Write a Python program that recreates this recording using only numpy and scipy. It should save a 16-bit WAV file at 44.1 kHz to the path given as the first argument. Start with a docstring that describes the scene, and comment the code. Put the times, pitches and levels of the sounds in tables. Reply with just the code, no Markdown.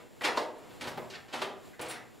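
"""A narrow mine tunnel with a gritty rock floor: someone walks away, four steps.
Heel and sole knock on the rock, grit crunches, the sole sticks and slips, small stones click, and
there is one faint short squeak. A small metal thing is tapped and clinks, then jingles.
The rock walls ring after every sound, over a faint rumble of air and a thin hiss."""
import sys
import numpy as np
from scipy import signal
from scipy.fft import rfft, irfft
from scipy.io import wavfile
from scipy.ndimage import uniform_filter1d

SR = 44100
rng = np.random.default_rng(int(sys.argv[2]) if len(sys.argv) > 2 else 0)


def to_wav(s):
    """Save 16-bit WAV."""
    ch = np.atleast_2d(s).T  # columns
    pcm = np.round(np.clip(ch, -1, 1) * 32767)  # PCM
    wavfile.write(sys.argv[1], SR, pcm.astype(np.int16))


N = 97020
LEAD_S = .3  # the walk is under way before t = 0
M = N + int(LEAD_S * SR)
T = np.arange(M) / SR - LEAD_S
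FFT_SIZE = 2 ** 17
FREQS_HZ = np.maximum(np.arange(FFT_SIZE // 2 + 1) * SR / FFT_SIZE, 1)
LEFT_RIGHT = np.array([[1], [-1]])


def amp(db):
    """Decibels to gain."""
    return 10 ** (np.asarray(db) / 20)


def unit(x):
    """Scale to unit energy."""
    return x / np.sqrt(np.sum(x ** 2) + 1e-30)


def curve(points, hz=FREQS_HZ):
    """Interpolate a table over log frequency."""
    points_hz, values = np.array(points, float).T
    return np.interp(np.log(hz), np.log(points_hz), values)


def response(db, size=4096):
    """Minimum-phase, unit-energy impulse response of a spectrum."""
    cepstrum = irfft(np.log(amp(db)))
    cepstrum[1:FFT_SIZE // 2] *= 2
    cepstrum[FFT_SIZE // 2 + 1:] = 0
    return unit(irfft(np.exp(rfft(cepstrum)))[:size])


def shelves(bass_db, treble_db, bass_hz=188, treble_hz=1710):
    """Shelf curve in dB: bass for weight, treble for hardness of contact."""
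    return bass_db / (1 + (FREQS_HZ / bass_hz) ** 4) + treble_db / (1 + (treble_hz / FREQS_HZ) ** 2)


def flatten(x, width_hz=150):
    """Level a burst's broad spectral peaks and dips; keep its fine grain and energy."""
    power = abs(rfft(x, 2 * len(x))) ** 2
    power = uniform_filter1d(power, max(int(width_hz * 2 * len(x) / SR), 3))
    inverse_db = -10 * np.log10(np.maximum(power, 1e-9))
    inverse = response(np.interp(FREQS_HZ, np.linspace(0, SR / 2, len(power)), inverse_db))
    return unit(signal.fftconvolve(x, inverse)[:len(x)]) * np.sqrt(np.sum(x ** 2))


def place(x, start_s, db, rms_window_s=.05):
    """Put a unit-energy blow at start_s; db is its energy as rms over the window."""
    delay = max(int((start_s + LEAD_S) * SR), 0)
    return np.pad(x, (delay, M))[:M] * amp(db) * np.sqrt(rms_window_s * SR)


def tick(hz, octaves=.35, size=SR):
    """Short click centred on one pitch."""
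    return response(-20 * np.log10(1 + (np.log2(FREQS_HZ / hz) / octaves) ** 2), size)


def ring(modes, t60_scale=1, count=SR):
    """Decaying sines in random phase from rows of f/Hz, level/dB, t60/s."""
    out, t = 0, np.arange(count) / SR
    for hz, db, t60_s in modes:
        decay = np.exp(-np.log(1000) * t / (t60_s * t60_scale))
        out = out + amp(db) * np.sin(2 * np.pi * (hz * t + rng.random())) * decay
    return unit(out)


def contact(settle_s, settle_db, count=4096):
    """Contact force: one impulse, then brief chatter as it settles."""
    t = np.arange(count) / SR
    force = amp(settle_db) * unit(rng.standard_normal(count) * np.exp(-t / settle_s))
    force[0] += 1
    return flatten(force)


def knocks(settle_s=.0049, slap_t60_s=.054, slap_send_db=-11.5, count=4096):
    """Heel or sole strikes rock and settles; its pitched slap arrives mostly direct."""
    # shoe strikes: t/s, level/dB, bass/dB, treble/dB, slap f/Hz, slap re knock/dB
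    strikes = [(-.16, -33, -1, 16, 334, -11), (.210, -43, 2, -0.5, 1944, -6.5),
               (.373, -31.5, -10.5, -7, 951, -4.5), (.811, -44.5, 10, 19.5, 2266, -8),
               (.872, -46, 18, -2, 875, -5), (.975, -40, 7, -8, 782, -6.5), (1.335, -42.5, 8.5, 5, 935, -7),
               (1.418, -35.5, -8.5, 4.5, 900, -16.5), (1.794, -43, 14.5, 1.5, 471, -5)]
    # knock spectrum: f/Hz, level/dB
    spectrum = [(30, -48.5), (100, -13.5), (160, -6), (235, -7), (400, 2), (600, 1.5), (980, -0.5),
                (1400, -5), (2500, -10.5), (4200, -15), (6000, -24.5), (10000, -29.5), (16000, -46)]
    # sole resonances: ratio to slap f, level/dB
    sole_modes = [(0.82, -5.5), (1, 5), (1.101, 0)]
    swell = 1 - np.exp(-np.arange(count) / SR / settle_s)
    out = 0
    for start_s, db, bass_db, treble_db, slap_hz, slap_db in strikes:
        force = contact(settle_s, settle_db=.5)
        body = response(curve(spectrum) + shelves(bass_db, treble_db))
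        knock = place(unit(signal.fftconvolve(force, body)), start_s, db)
        modes = [(ratio * slap_hz, mode_db, slap_t60_s) for ratio, mode_db in sole_modes]
        slap = place(unit(ring(modes, count=count) * swell), start_s, db + slap_db)
        out = out + slap + tunnel(knock + amp(slap_send_db) * slap)
    return out


def grit(grains_per_s=2400, spread_db=8, rub_db=-4):
    """Grains crack and slide under the foot; each crunch swells and fades."""
    # crunches: t/s, rise/s, fade/s, level/dB, bass/dB, treble/dB, upper edge/Hz
    crunches = [(0.213, 0.0042, 0.0076, -39.5, 0, 6, 14000), (0.23, 0.015, 0.018, -22.5, 6, -1, 10200),
                (0.258, 0.0144, 0.0088, -29, 8, -4.5, 9500), (.345, 0.023, 0.039, -45.5, -6, 27, 10000),
                (.54, 0.01, 0.37, -54.5, -5, -11, 8330), (0.781, 0.056, 0.043, -39, 23.5, -2.5, 12200),
                (0.847, 0.028, 0.028, -41, 5, 2.5, 16000), (1.099, .002, 0.022, -41.5, -2, 16, 7650),
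                (1.118, 0.029, 0.013, -43, 21, 13, 5470), (1.273, 0.007, 0.17, -51.5, -20, -3, 8300),
                (1.321, 0.016, 0.051, -35.5, 7.5, 0, 11000), (1.391, 0.023, 0.023, -40.5, 11.5, 0, 9360),
                (1.789, 0.028, 0.047, -38, 8.5, -6.5, 11100), (1.845, 0.0091, 0.065, -47.5, -6, 9, 11200),
                (1.895, 0.0063, 0.036, -38, -7, 5, 8500)]
    # grit spectrum: f/Hz, level/dB
    spectrum = [(30, -48), (100, -21), (170, -16), (240, -7.5), (400, 0.5), (750, 2), (1300, -2.5),
                (2000, -4), (2700, -5), (4200, -8.5), (6000, -16), (10000, -22), (16000, -27.5)]
    out = 0
    for start_s, rise_s, fade_s, db, bass_db, treble_db, edge_hz in crunches:
        age_s = T - start_s
        pressure = np.clip(age_s / rise_s, 0, 1) * np.exp(-np.maximum(age_s - rise_s, 0) / fade_s)
        sizes = amp(spread_db * np.minimum(rng.exponential(size=M), 4))
        cracks = unit((rng.random(M) < grains_per_s / SR) * sizes * rng.choice([-1, 1], M))
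        rub = amp(rub_db) * unit(rng.standard_normal(M))
        crunch = unit(cracks + rub) * np.sqrt(M) * pressure
        rolloff_db = 10 * np.log10(1 + (FREQS_HZ / edge_hz) ** 6)
        colour = response(curve(spectrum) + shelves(bass_db, treble_db) - rolloff_db)
        out = out + amp(db) * signal.fftconvolve(crunch, colour)[:M]
    return tunnel(out)


def scrapes(slips_per_s=640, spread_db=4):
    """The sole sticks and slips; each slip rings it briefly, giving a narrow rasp."""
    # drags over rock: t/s, length/s, level/dB, f/Hz
    drags = [(0.231, 0.042, -34.5, 1930), (1.12, 0.039, -51, 1770), (1.727, 0.019, -54.5, 1840),
             (1.913, 0.0096, -45, 2030), (1.949, .018, -47, 1620)]
    out = 0
    for start_s, length_s, db, hz in drags:
        slips = (rng.random(M) < slips_per_s / SR) * amp(spread_db * rng.standard_normal(M))
        envelope = np.sin(np.pi * np.clip((T - start_s) / length_s, 0, 1)) ** .5
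        sole = tick(hz, octaves=.24, size=2048)
        rasp = unit(signal.fftconvolve(slips * envelope, sole)[:M])
        out = out + amp(db) * rasp * np.sqrt(length_s * SR)
    return tunnel(out)


def booms(t60_s=.49, build_s=.0041):
    """A footfall wakes one cross resonance of the tunnel, depending on the spot."""
    # woken resonances: t/s, level/dB, f/Hz
    resonances = [(.375, -45, 615), (1.42, -42.5, 387), (1.796, -48, 513.4)]
    swell = 1 - np.exp(-np.arange(SR) / SR / build_s)
    return sum(place(unit(ring([(hz, 0, t60_s)]) * swell), start_s, db) for start_s, db, hz in resonances)


def pebbles_and_squeak():
    """Small stone clicks on the floor, and one faint short squeak at 0.707 s."""
    # clicks and the squeak: t/s, level/dB, f/Hz
    events = [(.374, -43, 4080), (.583, -73, 10050), (.707, -67, 3200), (0.886, -63, 11400),
              (.975, -63, 14000), (1.101, -59, 5000), (1.419, -47, 3060), (1.443, -52.5, 2740)]
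    return tunnel(sum(place(tick(hz), start_s, db) for start_s, db, hz in events))


def metal_ring(t60_scale, t60_cycles=2500, detune=.002, spread_db=4):
    """Touched metal chatters and rings; each touch shifts the modes and favours different ones."""
    # metal modes: f/Hz, level/dB
    metal_modes = [(7460, 0), (8096, -3), (8301, -7), (8900, -7), (9491, -1), (9792, 0), (10449, -7),
                   (10960, 3), (11640, -5), (12279, -3), (13566, -9), (13954, -5), (14578, -5), (15580, -6)]
    force = contact(settle_s=.012, settle_db=-2)
    modes = []
    for hz, db in metal_modes:
        shifted_hz = hz * (1 + detune * rng.standard_normal())
        modes.append((shifted_hz, db + spread_db * rng.standard_normal(), t60_cycles / hz))
    return unit(signal.fftconvolve(force, ring(modes, t60_scale)))


def clinks(tick_hz=8400, side_db=-5, send_db=-3):
    """A small metal thing, perhaps a buckle, ticks and rings at each tap, damped by the grip."""
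    # taps: t/s, ring level/dB, share of t60 left by the grip/0-1, tick level/dB
    taps = [(1.813, -59, .35, -51.5), (1.885, -58, .45, -58), (1.895, -57, .7, -66),
            (1.911, -60.5, .45, -60)]
    mid = side = ticks = 0
    for start_s, db, t60_scale, tick_db in taps:
        mid = mid + place(metal_ring(t60_scale), start_s, db)
        side = side + place(metal_ring(t60_scale), start_s, db + side_db)
        ticks = ticks + place(tick(tick_hz), start_s, tick_db)
    return mid + LEFT_RIGHT * side + tunnel(ticks + amp(send_db) * mid)


def echoes(early_db=-2.5, early_s=.015, late_db=-3, build_s=.00057):
    """Dense reflections: a burst from the near walls, then a tail whose treble dies first."""
    # tunnel decay: f/Hz, t60/s
    decay_times = [(100, 1.13), (300, 0.9), (700, 0.56), (1800, 0.4462), (4800, 0.28), (12000, 0.28)]
    t, hz = np.arange(SR) / SR, np.maximum(np.arange(SR // 2 + 1), 1)
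    noise = rfft(rng.standard_normal(SR))
    octave, tail = np.clip(np.log2(hz), 6, 14), 0
    for centre in range(6, 15):  # octave bands, 64 to 16384 Hz
        band = irfft(noise * np.maximum(1 - abs(octave - centre), 0), SR)
        tail = tail + band * np.exp(-np.log(1000) * t / curve(decay_times, 2. ** centre))
    early = rng.standard_normal(SR) * np.exp(-(t / early_s) ** 2)
    late = tail * (1 - np.exp(-t / build_s))
    return amp(early_db) * unit(early) + amp(late_db) * unit(late)


def tunnel(x, direct_db=-12, modes_db=-18):
    """Stereo path from one spot on the floor: direct sound, echoes, cross resonances."""
    # cross resonances: f/Hz, level/dB, t60/s
    cross_modes = [(124, -10, 1.1), (239, 0, .9), (322, -1, .7), (387, -3, .6), (615, 0, .7), (770, -2, .6),
                   (945, -3, .5), (1189, -1, .45), (1948, 0, .45), (2090, 2, .45)]
    # left-right difference of the echoes: f/Hz, level/dB
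    side_spectrum = [(60, -18), (150, -7), (350, -13), (1300, -8.5), (2800, -11.5), (7000, -32.5),
                     (12000, -13.5)]
    mid = echoes()
    mid[0] += amp(direct_db)
    mid = flatten(mid) + amp(modes_db) * ring(cross_modes)
    side = irfft(rfft(echoes(), FFT_SIZE) * amp(curve(side_spectrum)))[:len(mid)]
    return signal.fftconvolve(x[None], mid + LEFT_RIGHT * side, axes=1)[:, :M]


def air(level_db=-57.5, waver_db=2.94):
    """Faint wavering rumble of tunnel air with a thin hiss on top."""
    # air spectrum: f/Hz, level/dB
    spectrum = [(25, -11), (55, -10), (100, -1), (170, -3), (380, 1), (800, -6), (1500, -10.5),
                (3500, -13.5), (6400, -21), (7300, -12.5), (8200, -22), (12000, -22), (16000, -27.5)]
    # left-right difference of the air: f/Hz, level re mid/dB
    side_spectrum = [(40, 1), (150, 10.5), (500, 0.5), (3000, -11), (8000, -38), (14000, -9)]
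    mid_db = curve(spectrum)
    side_db = mid_db + curve(side_spectrum)
    mid, side = (irfft(rfft(rng.standard_normal(FFT_SIZE)) * amp(db))[:M] for db in (mid_db, side_db))
    waver = np.interp(T, np.linspace(T[0], T[-1], 20), rng.standard_normal(20))
    return (mid + LEFT_RIGHT * side) / np.std(mid) * amp(level_db + waver_db * waver)


def scene():
    """The walk over the tunnel air, lead-in dropped."""
    return (knocks() + grit() + scrapes() + booms() + pebbles_and_squeak() + clinks() + air())[:, -N:]


def record(dry):
    """Steep low-pass at 15.7 kHz."""
    return signal.sosfilt(signal.ellip(10, .2, 70, 15700, fs=SR, output="sos"), dry)


dry = scene()
out = record(dry)
to_wav(out)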